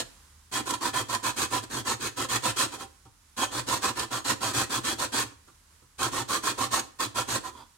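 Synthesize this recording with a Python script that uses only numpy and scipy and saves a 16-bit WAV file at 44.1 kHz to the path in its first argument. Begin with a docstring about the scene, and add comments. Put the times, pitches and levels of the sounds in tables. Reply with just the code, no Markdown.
"""A lemon is rasped in quick runs of strokes over a steel box grater, close to a pair of ears.
The teeth tear the peel in a dense crackle of random snaps that rings the sheet steel and the hollow box.
The drag shakes the plate below and the table top; snags, hoots, dull knocks and one faint squeak join in.
Filtered noise bursts and ringing modes make these sounds, the hoots are short unsteady sines.
A small kitchen answers with a diffuse tail, over a faint low hum and hiss of shaped noise."""
import sys
import numpy as np
from scipy import signal
from scipy.fft import rfft, irfft, next_fast_len
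from scipy.io import wavfile
from scipy.ndimage import map_coordinates

SR = 44100
rng = np.random.default_rng(int(sys.argv[2]) if len(sys.argv) > 2 else 0)


def master(y):
    """Save y as 16-bit WAV."""
    cut = np.clip(np.atleast_2d(y).T, -1, 1)
    pcm = np.round(cut * 32767)  # scale
    wavfile.write(sys.argv[1], SR, pcm.astype(np.int16))


N = 342657  # samples

# strokes of the fruit over the teeth, levels before the parts are mixed:
# start_s, length_s, crest_place (0-1 of the length), rasp_db, box_db (relative to rasp_db)
STROKES = [(-0.062, 0.095, 0.67, -27, -19), (0.512, 0.11, 0.42, -28.0, -3), (0.65, 0.079, 0.77, -31, -1.5),
           (0.719, 0.05, 0.42, -28, 0.0), (0.802, 0.11, 0.5, -29, 2), (0.926, 0.11, 0.46, -27.5, -1.0),
           (1.081, 0.097, 0.62, -28.5, 0), (1.224, 0.1, 0.3, -27.0, -2.5), (1.358, 0.11, 0.74, -24.5, -5),
           (1.499, 0.11, 0.34, -29.5, -1), (1.618, 0.037, 0.55, -33, -11), (1.695, 0.13, 0.76, -32.0, -9.5),
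           (1.846, 0.11, 0.32, -27.5, -3), (1.994, 0.11, 0.73, -29.5, -8.5), (2.158, 0.11, 0.42, -29.5, -2),
           (2.282, 0.11, 0.55, -25.5, -5), (2.419, 0.111, 0.47, -26.5, -4.5),
           (2.557, 0.11, 0.44, -22.5, -3), (2.707, 0.071, 0.7, -37.5, 1), (2.772, 0.091, 0.48, -40.5, 3.5),
           (3.363, 0.11, 0.65, -27.5, 0.0), (3.506, 0.12, 0.73, -31.0, -1.5),
           (3.662, 0.13, 0.55, -27, -1.5), (3.811, 0.11, 0.31, -27.0, -0.5), (3.951, 0.11, 0.4, -31.5, -3),
           (4.102, 0.108, 0.31, -30, -0.5), (4.239, 0.11, 0.63, -25.5, -2.5),
           (4.4, 0.13, 0.31, -28.5, -0.5), (4.526, 0.13, 0.58, -25.5, -4), (4.692, 0.11, 0.47, -27, -3.5),
           (4.83, 0.12, 0.4, -26.5, -6.5), (4.977, 0.099, 0.52, -27, -3.5),
           (5.117, 0.13, 0.58, -25.5, -7.5), (5.979, 0.12, 0.48, -29, -0.5), (6.108, 0.13, 0.58, -29.5, 0),
           (6.276, 0.12, 0.64, -27, -1), (6.422, 0.11, 0.53, -27.0, -1), (6.57, 0.11, 0.6, -28, 0),
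           (6.704, 0.11, 0.3, -25.0, -2.5), (6.986, 0.088, 0.2, -27, -1), (7.141, 0.1, 0.44, -29, 1.5),
           (7.272, 0.12, 0.73, -26.5, -3), (7.426, 0.087, 0.52, -39.0, 2), (7.516, 0.128, 0.5, -55, 7)]


def amp(db):
    """Turn decibels into gain."""
    return 10 ** (np.asarray(db) / 20)


def unit(x):
    """Scale to rms 1."""
    return x / np.sqrt(np.mean(np.abs(x) ** 2) + 1e-20)


def along(points, hz):
    """Interpolate (hz, value) points on a log frequency axis."""
    point_hz, value = np.transpose(points)
    return np.interp(np.log(hz + 1), np.log(point_hz + 1), value)


def curve(rows):
    """Interpolate (s, value) rows to one value per sample."""
    return np.interp(np.arange(N) / SR, *np.transpose(rows))


def ears(lean_db):
    """Left and right gains for a left-minus-right level difference."""
    return amp(np.array([lean_db, -lean_db]).reshape(2, -1) / 2)


def wobble(rate):
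    """A smooth random curve through `rate` random knots a second."""
    knots = rng.standard_normal(int(N * rate / SR) + 4)
    return map_coordinates(knots, [np.arange(N) * rate / SR])


def swell(moment, width):
    """A short bell-shaped burst, times in seconds: its samples and its shape."""
    first = max(int((moment - 3 * width) * SR), 0)
    last = min(int((moment + 3 * width) * SR), N)
    span = np.arange(first, last)
    return span, np.exp(-((span / SR - moment) / width) ** 2)


def filtered(x, response):
    """Multiply the spectrum of x by a complex response of frequency."""
    size = next_fast_len(N + SR // 2)
    return irfft(rfft(x, size) * response(np.fft.rfftfreq(size, 1 / SR)), size)[..., :N]


def mode(f, k, centre_hz, width_hz, db):
    """Response of one damped resonance; neighbours alternate in sign."""
    return (-1) ** k * amp(db) * 1j * f * width_hz / (centre_hz ** 2 - f * f + 1j * f * width_hz)


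def resonate(x, modes):
    """Ring a set of modes, each with its own place between the ears, at unit rms response."""
    def response(f):
        return unit(sum(ears(lean_db) * mode(f, k, centre_hz, width_hz, db)
                        for k, (centre_hz, width_hz, db, lean_db) in enumerate(modes)))
    return filtered(x, response)


def roaming(x, modes, roam_db):
    """As the point of contact travels, each mode is driven now more, now less."""
    size = next_fast_len(N + SR // 2)
    f, total, power = np.fft.rfftfreq(size, 1 / SR), 0, 0
    for k, (centre_hz, width_hz, db, lean_db) in enumerate(modes):
        response = mode(f, k, centre_hz, width_hz, db)
        drive = x * unit(amp(roam_db * wobble(rate=14)))
        total = total + ears(lean_db) * response * rfft(drive, size)
        power += np.mean(np.abs(response) ** 2) * np.mean(ears(lean_db) ** 2)
    return irfft(total, size)[:, :N] / np.sqrt(power)


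def spread(pair, alike):
    """Blend two unrelated signals into left and right of a given likeness (0-1) by frequency."""
    def blend(hz):
        turn = np.arccos(np.clip(along(alike, hz), -1, 1)) / 2
        return np.array([np.cos(turn), np.sin(turn)])
    mid, side = filtered(pair, blend)
    return np.array([mid + side, mid - side])


def tail(x, decay, delay):
    """A diffuse ring for each ear, `delay` seconds late; each frequency dies at its own t60."""
    hz, t, noise = signal.stft(rng.standard_normal((2, SR // 2)), SR, nperseg=256)
    fade = amp(-60 * t / along(decay, hz)[:, None])
    ring = signal.istft(noise * fade, SR, nperseg=256)[1]
    ring = np.pad(ring / np.linalg.norm(ring[0]), ((0, 0), (int(delay * SR), 0)))
    return signal.fftconvolve(x, ring, axes=1)[:, :N]


def tears(rate, scatter_db):
    """Tiny snaps, `rate` a second, at random moments and of uneven size, rms 1."""
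    count = int(rate * N / SR)
    when, size = rng.integers(0, N, count), rng.standard_normal(count)
    heights = amp(scatter_db * np.minimum(size, 2)) * rng.choice([-1, 1], count)
    return unit(np.bincount(when, heights, N))


def hand():
    """Force on walls, box, plate and table: each stroke bites, swells to its crest and lets go."""
    bite_s, release_s = 0.017, 0.026
    # shares of the force at the crest
    bite_grip, release_grip, box_bite_grip, box_release_grip = 0.52, 0.62, 0.52, 0.49
    # force on plate and table at a firm stroke, before the mix
    firm_db, plate_firm_db, table_firm_db = -29, -38, -41.5
    plate_grows, table_grows = 0.64, 0.7  # dB per dB of stroke, the table only up to a firm one
    t, force = np.arange(N) / SR, np.zeros((4, N))
    for start, length, place, db, box_db in STROKES:
        crest = length * np.clip(place, 0, 1)
        bite_end, release = min(bite_s, crest), max(length - release_s, crest)
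        moments = start + np.array([0, bite_end, crest, release, length])
        span = slice(max(int(start * SR), 0), int((start + length) * SR))
        grip = np.abs(np.interp(t[span], moments, [0, bite_grip, 1, release_grip, 0]))
        push = np.interp(t[span], moments, [0, box_bite_grip, 1, box_release_grip, 0])
        drag = np.sqrt(grip)  # the fruit still drags when it is too slow to cut
        plate_db = plate_firm_db + plate_grows * (db - firm_db)
        table_db = table_firm_db + table_grows * min(db - firm_db, 0)
        force[:, span] += [amp(db) * grip, amp(db + box_db) * push,
                           amp(plate_db) * drag, amp(table_db) * drag]
    return force


def rasp(force, patch_count=3):
    """Peel tears on many teeth at once; the sheet steel smears each snap and rings."""
    # tearing peel as the steel walls radiate it: hz, density_db (per Hz, relative)
    peel = [(150, -18), (500, -3.5), (900, -0.5), (1300, 3), (1800, 1), (2200, -1.5), (3000, 0.5),
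            (4000, 1), (5200, -1), (6700, 1.5), (8500, 0), (10500, -8.5), (13000, -12.5), (16000, -20)]
    # modes of the steel walls: centre_hz, width_hz, level_db (relative), left_minus_right_db
    steel_modes = [(1535, 21, -4.5, -6), (1687, 55, 3, -1), (1760, 72, 1, 8), (1898, 57, -4.5, -21),
                   (2230, 19, -10, -9), (2590, 31, 3, 8.5), (3058, 36, -11, -14), (3300, 82, 3.5, 1),
                   (3388, 45, 2, -1), (4150, 180, -5, -11), (4600, 120, -2.5, 2), (6570, 50, 2, 5),
                   (8620, 90, -7, -3), (9130, 53, 0, -3)]
    # balance of the rasp between the ears: hz, left_minus_right_db
    lean = [(300, -3), (700, -7), (1300, -3), (2300, 0), (4200, -1.5), (6500, -.5), (8000, -3.5),
            (10000, -9), (15000, -12)]
    # likeness of the rasp at the two ears: hz, likeness (0-1)
    alike = [(300, 0.77), (1300, 0.72), (3000, 0.067), (10000, 0.038)]
    ear_lag_s = 0.00009  # the rasp reaches the left ear first
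    snaps = force * np.array([tears(rate=4000, scatter_db=3.5), tears(rate=4000, scatter_db=5.5)])
    direct = filtered(spread(snaps, alike),
                      lambda hz: np.exp(-2j * np.pi * np.outer([0, ear_lag_s], hz)))
    # as the fruit travels, different patches of the wall take over, each with its own ring
    patches = np.array([wobble(rate=12) for _ in range(patch_count)])
    patches /= np.linalg.norm(patches, axis=0)
    patch_t60 = [(1000, 0.079), (10000, 0.044)]  # hz, t60_s
    sheet = direct + sum(tail(direct * patch, patch_t60, delay=0.0005) for patch in patches)
    crackle = filtered(sheet, lambda hz: unit(amp(along(peel, hz)) * ears(along(lean, hz))))
    ringing = roaming(snaps[0], steel_modes, roam_db=3.5)
    return amp(-3.5) * crackle + amp(-8.0) * ringing


def grater(table_top_hz=140):
    """Teeth catch and release the fruit, so that walls, box and plate shudder together."""
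    # modes of the hollow box: centre_hz, width_hz, level_db (relative), left_minus_right_db
    box_modes = [(523, 35, -9, -8), (786, 18.5, -3, -6), (925.4, 37, -2.5, -9), (999, 94, 0, -10),
                 (1092, 80, -0.5, -5), (1187, 41, -6, -8), (1282, 55, -6.5, -2), (1346, 56, -2.5, -2),
                 (1439, 51, -9, -1)]
    # modes of the plate under it: centre_hz, width_hz, level_db (relative), left_minus_right_db
    plate_modes = [(254.4, 80, -0.5, 1), (303.4, 43, 3.5, -3.5), (341.5, 33, 2, 1), (452, 86, -13.5, -21.5)]
    # modes of the table top: centre_hz, width_hz, level_db (relative), left_minus_right_db
    table_modes = [(78, 20, -12.5, -2.5), (106.7, 11, -3.5, 1.5), (120, 15.8, -1, -1.5)]
    walls, box, plate, table = hand()
    catch, knock = wobble(rate=110), settling()

    tearing = np.hypot(walls * unit(amp(0.86 * catch)), snags())
    steel = rasp(tearing + amp(-6.0) * knock)

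    box_force = box * unit(amp(2.1 * catch)) + amp(1.5) * knock
    hollow = roaming(box_force * tears(rate=1500, scatter_db=3), box_modes, roam_db=3.5)

    plate_force = plate * unit(amp(2.6 * catch)) + amp(-0.5) * knock
    china = resonate(plate_force * tears(rate=900, scatter_db=2.0), plate_modes)

    table_force = table + amp(3.5) * knock
    wood = resonate(table_force * tears(rate=600, scatter_db=1.5), table_modes)
    # the table top gives only a low thud, with little above table_top_hz
    wood = filtered(wood, lambda hz: 1 / np.hypot(1, (hz / table_top_hz) ** 6))
    return steel + amp(1.33) * hollow + amp(-1.35) * china + amp(-0.9) * wood


def judders(width=0.0067, waver=0.34):
    """Stick-slip at the crest of a stroke makes the box hoot at an unsteady pitch, soft pushes faintly."""
    pitch_hz, scatter_hz = 1049, 25.97
    level_db, onset_db = 2, -28  # relative to the push; push below which the hoot fades twice as fast
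    hoot, drift = np.zeros(N), waver * wobble(rate=300)  # drift in radians
    chances = rng.standard_normal((len(STROKES), 2))
    for (start, length, place, db, box_db), (detune, phase) in zip(STROKES, chances):
        span, shape = swell(start + place * length, width)
        push_db, hz = db + box_db, pitch_hz + scatter_hz * detune
        level = amp(push_db + level_db + min(push_db - onset_db, 0))
        hoot[span] += level * shape * np.sin(2 * np.pi * (hz * span / SR + phase) + drift[span])
    return hoot * ears(lean_db=-8.0)


def kitchen_air():
    """A low hum and a soft hiss of shaped noise, louder at first, then nearly steady."""
    # colour of the quiet kitchen: hz, density_db (per Hz, relative)
    air_colour = [(20, -25), (45, 5), (58, -13), (75, 7.5), (95, -9.5), (120, -9.5), (165, -13),
                  (400, -21.5), (700, -24.5), (1000, -14.5), (2500, -21.5), (7000, -19.5), (10000, -22),
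                  (16000, -37)]
    # level of the background, louder at first as the room tail of earlier strokes fades,
    # then nearly steady: time_s, level_db
    quiet = [(.15, -54), (.48, -58.5), (7.75, -60)]
    alike = [(30, 1.0), (100, 0.96), (1000, 0.26), (4000, 0.066)]  # hz, likeness (0-1)
    lean = [(200, -1), (5000, -2.5), (12000, -8.5)]  # hz, left_minus_right_db
    air = spread(rng.standard_normal((2, N)), alike)
    air = filtered(air, lambda hz: amp(along(air_colour, hz)) * ears(along(lean, hz)))
    return amp(curve(quiet) + 0.9 * wobble(rate=8)) * unit(air)


def snags(width=0.0032):
    """A tooth rips out a larger shred: brief surges of tearing force."""
    # surges, levels before the mix: time_s, force_db
    shreds = [(.709, -25), (1.15, -22), (2.361, -22), (3.689, -29.5), (3.995, -27.5), (6.032, -23),
              (6.797, -22.5)]
    force = np.zeros(N)
    for moment, db in shreds:
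        span, shape = swell(moment, width)
        force[span] += amp(db) * shape
    return force


def settling(fade_time=0.017):
    """The grater rocks and settles on the plate: sudden forces that die away, for dull little knocks."""
    # knocks, levels before the mix: time_s, force_db
    settles = [(1.73, -37), (3.053, -52), (4.549, -36), (5.244, -46), (5.315, -56), (5.475, -51),
               (5.821, -58.5), (6.124, -62), (6.825, -50)]
    t = np.arange(N) / SR
    return sum(amp(db) * (t > start) * np.exp(-np.abs(t - start) / fade_time)
               for start, db in settles)


def skid():
    """Wet peel skids over the smooth steel and squeaks faintly: a swell of snaps rings a few modes."""
    # modes of the rubbery squeak: centre_hz, width_hz, level_db (relative), left_minus_right_db
    squeak_modes = [(975, 100, 4, -11), (1480, 67, -6, 7), (3360, 110, -4, 2), (4871.4, 90, -8, 3)]
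    at_s, width_s, rub_db = 7.602, 0.046, -47.5
    rub = np.zeros(N)
    span, shape = swell(at_s, width_s)
    rub[span] = amp(rub_db) * shape
    return resonate(rub * tears(rate=1300, scatter_db=2.5), squeak_modes)


def scene():
    """The grater close by, the kitchen around it."""
    # decay of the small kitchen: hz, t60_s
    kitchen_t60 = [(100, 0.43), (400, 0.43), (2000, 0.39), (7000, 0.31), (15000, 0.25)]
    # level of the kitchen's answer relative to the close sound: hz, level_db
    wet = [(100, -16), (400, -10.5), (1000, -14), (2500, -13), (7000, -12), (14000, -13)]
    near = grater() + judders() + skid()
    room = filtered(tail(near, kitchen_t60, delay=0.006), lambda hz: amp(along(wet, hz)))
    return near + room + kitchen_air()


def record(dry):
    """Nothing is kept above the band limit."""
    top_hz = 15850
    return filtered(dry, lambda hz: hz < top_hz)


dry = scene()
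out = record(dry)
master(out)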